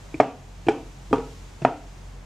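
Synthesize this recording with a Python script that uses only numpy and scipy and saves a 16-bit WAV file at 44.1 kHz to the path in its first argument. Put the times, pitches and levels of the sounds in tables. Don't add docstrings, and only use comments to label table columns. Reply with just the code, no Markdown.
import sys
import numpy as np
from scipy import signal
from scipy.fft import rfft, irfft
from scipy.io import wavfile
from scipy.ndimage import uniform_filter1d

SR = 44100
rng = np.random.default_rng(int(sys.argv[2]) if len(sys.argv) > 2 else 0)


def waveform_to_disk(signal):
    frames = np.transpose(np.atleast_2d(signal))
    scaled = np.clip(frames, -1, 1) * 32767
    samples = np.round(scaled).astype(np.int16)
    wavfile.write(sys.argv[1], SR, samples)


N = 99225

# f/Hz, relative level/dB
AIR_SPECTRUM = [(12, -41), (24, -23.5), (45, -10.5), (70, -13.5), (100, -16.5), (175, -14), (240, -22.5),
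                (400, -25), (600, -25.5), (950, -27), (1300, -31), (2500, -34.5), (4500, -39.5),
                (6100, -39), (6750, -37.5), (10000, -47), (15000, -44)]
# f/Hz, correlation
AIR_LIKENESS = [(40, 0.99), (130, 1), (300, 0.46), (1000, 0.47), (2500, 0.17), (5000, 0.65), (8000, 0.36),
                (14000, -0.58)]
# t/s, gain/dB
HISS_GAIN = [(0, 1), (.18, 2), (.3, 0.5), (.62, 0.5), (.76, 3), (1.05, 1.5), (1.3, 5), (1.56, 1), (2, 1.5),
             (2.25, -2.5)]
# f/Hz, level/dB
HUM_PARTIALS = [(45, -44), (91.5, -50.5), (134, -54)]
# t/s, gain/dB
HUM_GAIN = [(0, -1), (.19, -4.5), (.24, -20), (.31, -14), (.36, 2), (.72, -3), (.82, -2), (.9, -1.5),
            (1.1, 2.5), (1.45, -.5), (1.69, -10), (1.85, -0.5), (2.15, 1.5)]

# f/Hz, t60/s
ROOM_DECAY = [(100, 0.25), (300, 0.46), (700, 0.4), (1800, 0.35), (5000, 0.49), (12000, 0.24)]
# f/Hz, gain/dB
TAIL_COLOUR = [(100, -13), (200, 2.5), (330, -4.5), (430, -1), (620, -8), (820, 0.5), (1500, -1),
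               (2500, -5), (6000, 2.5), (14000, 0)]
# f/Hz, correlation
TAIL_LIKENESS = [(30, .999), (500, 0.98), (1000, 0.99), (2500, 0.92), (8000, 0.14)]
# f/Hz, gain/dB
STANDING_WAVES = [(133, 12), (261, 12), (285, 5), (300, 9), (383, 4.5), (435, 8), (463, 8), (509, 9),
                  (698, 1), (798, 10), (945, 10)]
# delay/s, gain/dB
NEAR_ECHOES = [(.0068, -18), (0.0118, -21), (0.0315, -23)]
# f/Hz, relative level/dB
SCATTER_SPECTRUM = [(100, -27), (210, -13), (290, 5.5), (360, -9), (450, 2), (600, -5), (780, -3),
                    (1000, -15.5), (1300, -13.5), (1800, -23.5), (2600, -15), (4000, -35.5), (12000, -51.5)]

# t/s, ring/dB, ring f/Hz, fizz/dB
WALL_CRINKLES = [(.2045, -24, 2210, -30), (0.209, -26.5, 1290, -31.5), (0.6867, -17, 787, -37),
                 (0.719, -32, 2300, -42), (1.134, -26, 1210, -44), (1.1577, -35, 1490, -40)]
# t/s, thud/dB, thud f/Hz, bellows/dB, tick/dB, tick f/Hz, rub/dB
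FOLD_SLIPS = [(0.1416, -18, 308, -29.5, -25.5, 2345, -51), (0.667, -15.5, 331, -24.5, -26.5, 2570, -43),
              (1.1110, -19.5, 322, -28.5, -60, 2360, -57), (1.1810, -16, 447.5, -34, -41, 2400, -43),
              (1.6180, -25, 344, -22.5, -34.5, 2630, -43)]
# f/Hz, relative level/dB, t60/s (capped in ring)
BELLOWS_MODES = [(141.5, 5, 0.19), (650, -9, 0.076)]
# f/Hz, relative level/dB
WALL_NOISE = [(500, 5.5), (2000, 6), (3500, -5), (6000, -5.5), (8500, -13.5), (11000, -28), (15000, -50)]
# f/Hz, relative level/dB
CLICK_SPECTRUM = [(4000, -10), (8500, -2), (14000, -24.5)]
# f/Hz, relative level/dB, t60/s (capped in ring)
FOLD_1 = [(135, -22.5, 0.36), (290, -15.5, 0.077), (432, -12, 0.063), (654, 3, 0.017), (717, -17, 0.086),
          (880, -18.5, 0.05), (1157, -9, 0.018), (1573, -7.5, 0.0087), (1844, -19, 0.024),
          (2168, -23, 0.051), (2330, -20.5, 0.029), (2940, -21, 0.0071)]
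FOLD_2 = [(129, -16.5, 0.061), (340, -4, 0.061), (428, -8, 0.1), (708, -7.5, 0.028), (770, -4.5, 0.025),
          (1120, -5.5, 0.0065), (1437, -17.5, 0.041), (1680, -24, 0.049), (2352, -11.5, 0.024),
          (3080, -12, 0.011)]
FOLD_3 = [(130.6, -20.5, 0.15), (277.4, -9.5, 0.089), (431, -9.5, 0.071), (503, -11, 0.041),
          (690, -14.5, 0.045), (823, -10.5, 0.042), (934, -21, 0.14), (1126, -18, 0.045),
          (1186, -18, 0.063), (2480, -27, 0.035), (3195, -28, 0.054)]
FOLD_4 = [(139, -20, 0.26), (267, -17, 0.15), (450, 0, 0.0084), (695, 3.5, 0.021), (830, -18, 0.097),
          (942, -18.5, 0.18), (1244, -3.5, .013), (1630, -24.5, 0.039), (1827, -19.5, 0.033),
          (1974, -20.5, 0.021), (2470, -11, 0.011), (2980, -24.5, 0.019)]
# t/s, ring/dB, crack/dB, room/dB, scatter/dB
FOLD_POPS = [(0.2004, 3, -35.5, -9.5, -32), (0.6847, -1.5, -28, -8, -33.5), (1.1290, 1, -32.5, -7, -33.5),
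             (1.6493, 0, -34, -8.5, -34.5)]

AIR_DB, HISS_FROM_HZ, HUM_DRIFT_HZ, HUM_WAVER = -46.5, 2300, 1.3, 0.25
ROOM_ONSET_S, SMALL_SOUNDS_ROOM_DB = 0.011, -7
CONTACT_S, THUD_RISE_S, TICK_RISE_S, CRACK_RISE_S = 0.00048, 0.00092, 0.0022, 0.00034
LONGEST_RING_S, SOFT_HZ, CLICK_DB = 0.125, 3200, -14.5
RADIATES_FROM_HZ = 175
DUCK_ABOVE_DB, DUCK_SHARE, DUCK_ATTACK_S, RECOVER_DB_PER_S = -21.5, 0.17, 0.084, 33.5
TREBLE_HZ, EDGE_HZ = 11000, 15300


def amp(db):
    return 10 ** (np.asarray(db) / 20)


def fade(t, t60):
    return amp(-60 * t / t60)


def read(points, hz):
    f, value = np.transpose(points)
    return np.interp(np.log(hz + 1), np.log(f + 1), value)


def add(mix, s, sound):
    part = mix[..., round(s * SR):][..., :sound.shape[-1]]
    part += sound[..., :part.shape[-1]]


def butter(hz, kind="low"):
    return signal.butter(2, hz, kind, fs=SR, output="sos")


def noise(spectrum, size):
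    gain = amp(read(spectrum, np.fft.rfftfreq(size, 1 / SR)))
    x = irfft(rfft(rng.standard_normal(size)) * gain, size)
    return x / np.sqrt(np.mean(x ** 2) + 1e-20)


def wander(count=24):
    return np.interp(np.linspace(0, count - 1, N), np.arange(count), rng.standard_normal(count))


def microphone_pair(a, b, likeness):
    same = np.clip(read(likeness, np.fft.rfftfreq(len(a), 1 / SR)), -1, 1)
    mid = irfft(rfft(a) * np.sqrt((1 + same) / 2), len(a))
    side = irfft(rfft(b) * np.sqrt((1 - same) / 2), len(a))
    return np.array([mid + side, mid - side])


def background():
    t = np.arange(N) / SR
    hum = np.zeros(N)
    for hz, db in HUM_PARTIALS:
        level = np.sqrt(2) * amp(db) * (1 + HUM_WAVER * wander())
        hum += level * np.sin(2 * np.pi * np.cumsum(hz + HUM_DRIFT_HZ * wander()) / SR)
    air = amp(AIR_DB) * microphone_pair(noise(AIR_SPECTRUM, N), noise(AIR_SPECTRUM, N), AIR_LIKENESS)
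    hiss = signal.sosfiltfilt(butter(HISS_FROM_HZ, "high"), air)
    hiss_gain = amp(np.interp(t, *np.transpose(HISS_GAIN)))
    hum_gain = amp(np.interp(t, *np.transpose(HUM_GAIN)))
    return air - hiss + hiss * hiss_gain + hum * hum_gain


def room_tail():
    size = SR // 2
    t = np.arange(size) / SR
    swell = 1 - np.exp(-(t / ROOM_ONSET_S) ** 2) + 1e-3
    shape = swell * fade(t, t60=0.4)
    x = rng.standard_normal(size) * shape
    for _ in range(2):
        x = irfft(np.exp(1j * np.angle(rfft(x))), size)
        x = x / np.sqrt(uniform_filter1d(x ** 2, size=300) + 1e-20) * shape
    hz, times, bands = signal.stft(x / shape * swell, SR, nperseg=256)
    bands *= fade(times, read(ROOM_DECAY, hz)[:, None]) * amp(read(TAIL_COLOUR, hz))[:, None]
    return signal.istft(bands, SR)[1][:size] / np.linalg.norm(x)


def standing_waves(size):
    t = np.arange(size) / SR
    waves = np.zeros(size)
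    for hz, db in STANDING_WAVES:
        dying = fade(t, read(ROOM_DECAY, hz))
        waves += 2 * amp(db) * dying / dying.sum() * np.sin(2 * np.pi * hz * t)
    return waves * (1 - np.exp(-(t / ROOM_ONSET_S) ** 2))


def in_room(x, room_db):
    burst = x * fade(np.arange(len(x)) / SR, t60=0.08)
    room = microphone_pair(room_tail(), room_tail(), TAIL_LIKENESS) + standing_waves(SR // 2)
    out = amp(room_db) * signal.fftconvolve(burst[None], room, axes=1)
    add(out, 0.00033, x)
    for delay, db in NEAR_ECHOES:
        add(out, delay, amp(db) * x)
    return out


def scatter(level_db):
    wash = microphone_pair(room_tail(), room_tail(), TAIL_LIKENESS)
    size = wash.shape[1]
    colour = amp(read(SCATTER_SPECTRUM, np.fft.rfftfreq(2 * size, 1 / SR)))
    wash = irfft(rfft(wash, 2 * size) * colour, 2 * size)[:, :size]
    return amp(level_db) * wash / wash[:, :SR // 20].std()


def ring(modes, t, rise_s):
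    ringing = sum(amp(db) * fade(t, min(t60, LONGEST_RING_S)) * np.sin(2 * np.pi * hz * t)
                  for hz, db, t60 in modes)
    return (1 - np.exp(-t / rise_s)) * ringing


def rubber_wall(modes, t):
    return signal.sosfilt(butter(SOFT_HZ), ring(modes, t, CONTACT_S))


def crinkle(ring_db, hz, fizz_db, t60=0.03):
    t = np.arange(SR // 10) / SR
    fizz = amp(fizz_db) * noise(WALL_NOISE, len(t)) * fade(t, t60)
    return rubber_wall([(hz, ring_db, t60)], t) + fizz


def slip(thud_db, thud_hz, bellows_db, tick_db, tick_hz, rub_db, thud_t60=0.06):
    t = np.arange(SR // 2) / SR
    thud = ring([(thud_hz, thud_db, thud_t60)], t, THUD_RISE_S)
    bellows = ring(BELLOWS_MODES, t, THUD_RISE_S)
    tick_band = [(100, -60), (tick_hz / 1.22, -24), (tick_hz, 0), (tick_hz * 1.22, -24), (12000, -68)]
    tick = noise(tick_band, len(t)) * fade(t, t60=0.021) * (1 - np.exp(-t / TICK_RISE_S))
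    rub = noise(WALL_NOISE, len(t)) * fade(t, t60=0.11)
    return thud + amp(bellows_db) * bellows + amp(tick_db) * tick + amp(rub_db) * rub


def pop(modes, ring_db, crack_db):
    t = np.arange(SR // 2) / SR
    crack = noise(WALL_NOISE, len(t)) * fade(t, t60=0.07) * (1 - np.exp(-t / CRACK_RISE_S))
    click = amp(CLICK_DB) * noise(CLICK_SPECTRUM, len(t)) * fade(t, t60=0.025)
    return amp(ring_db) * rubber_wall(modes, t) + amp(crack_db) * (crack + click)


def scene():
    lantern = np.zeros((2, N))
    folds = [FOLD_1, FOLD_2, FOLD_3, FOLD_4]
    for modes, (s, ring_db, crack_db, room_db, scatter_db) in zip(folds, FOLD_POPS):
        add(lantern, s, in_room(pop(modes, ring_db, crack_db), room_db))
        add(lantern, s, scatter(scatter_db))
    for s, *settings in FOLD_SLIPS:
        add(lantern, s, in_room(slip(*settings), SMALL_SOUNDS_ROOM_DB))
    for s, *settings in WALL_CRINKLES:
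        add(lantern, s, in_room(crinkle(*settings), SMALL_SOUNDS_ROOM_DB))
    return signal.sosfilt(butter(RADIATES_FROM_HZ, "high"), lantern) + background()


def record(dry):
    power_db = 10 * np.log10(abs(uniform_filter1d((dry ** 2).mean(0), size=256)) + 1e-12)
    fall_db = np.arange(N) / SR * RECOVER_DB_PER_S
    held_db = np.maximum.accumulate(power_db + fall_db) - fall_db
    over_db = np.maximum(held_db - DUCK_ABOVE_DB, 0)
    pole = np.exp(-1 / (DUCK_ATTACK_S * SR))
    duck_db = DUCK_SHARE * signal.lfilter([1 - pole], [1, -pole], over_db)
    dull = signal.sosfilt(butter(TREBLE_HZ), dry * amp(-duck_db))
    rounded = dull / (1 + (dull / 0.995) ** 8) ** (1 / 8)
    low_pass = signal.firwin(511, EDGE_HZ, window=("kaiser", 9), fs=SR)
    return signal.oaconvolve(rounded, low_pass[None], "same")


dry = scene()
out = record(dry)
waveform_to_disk(out)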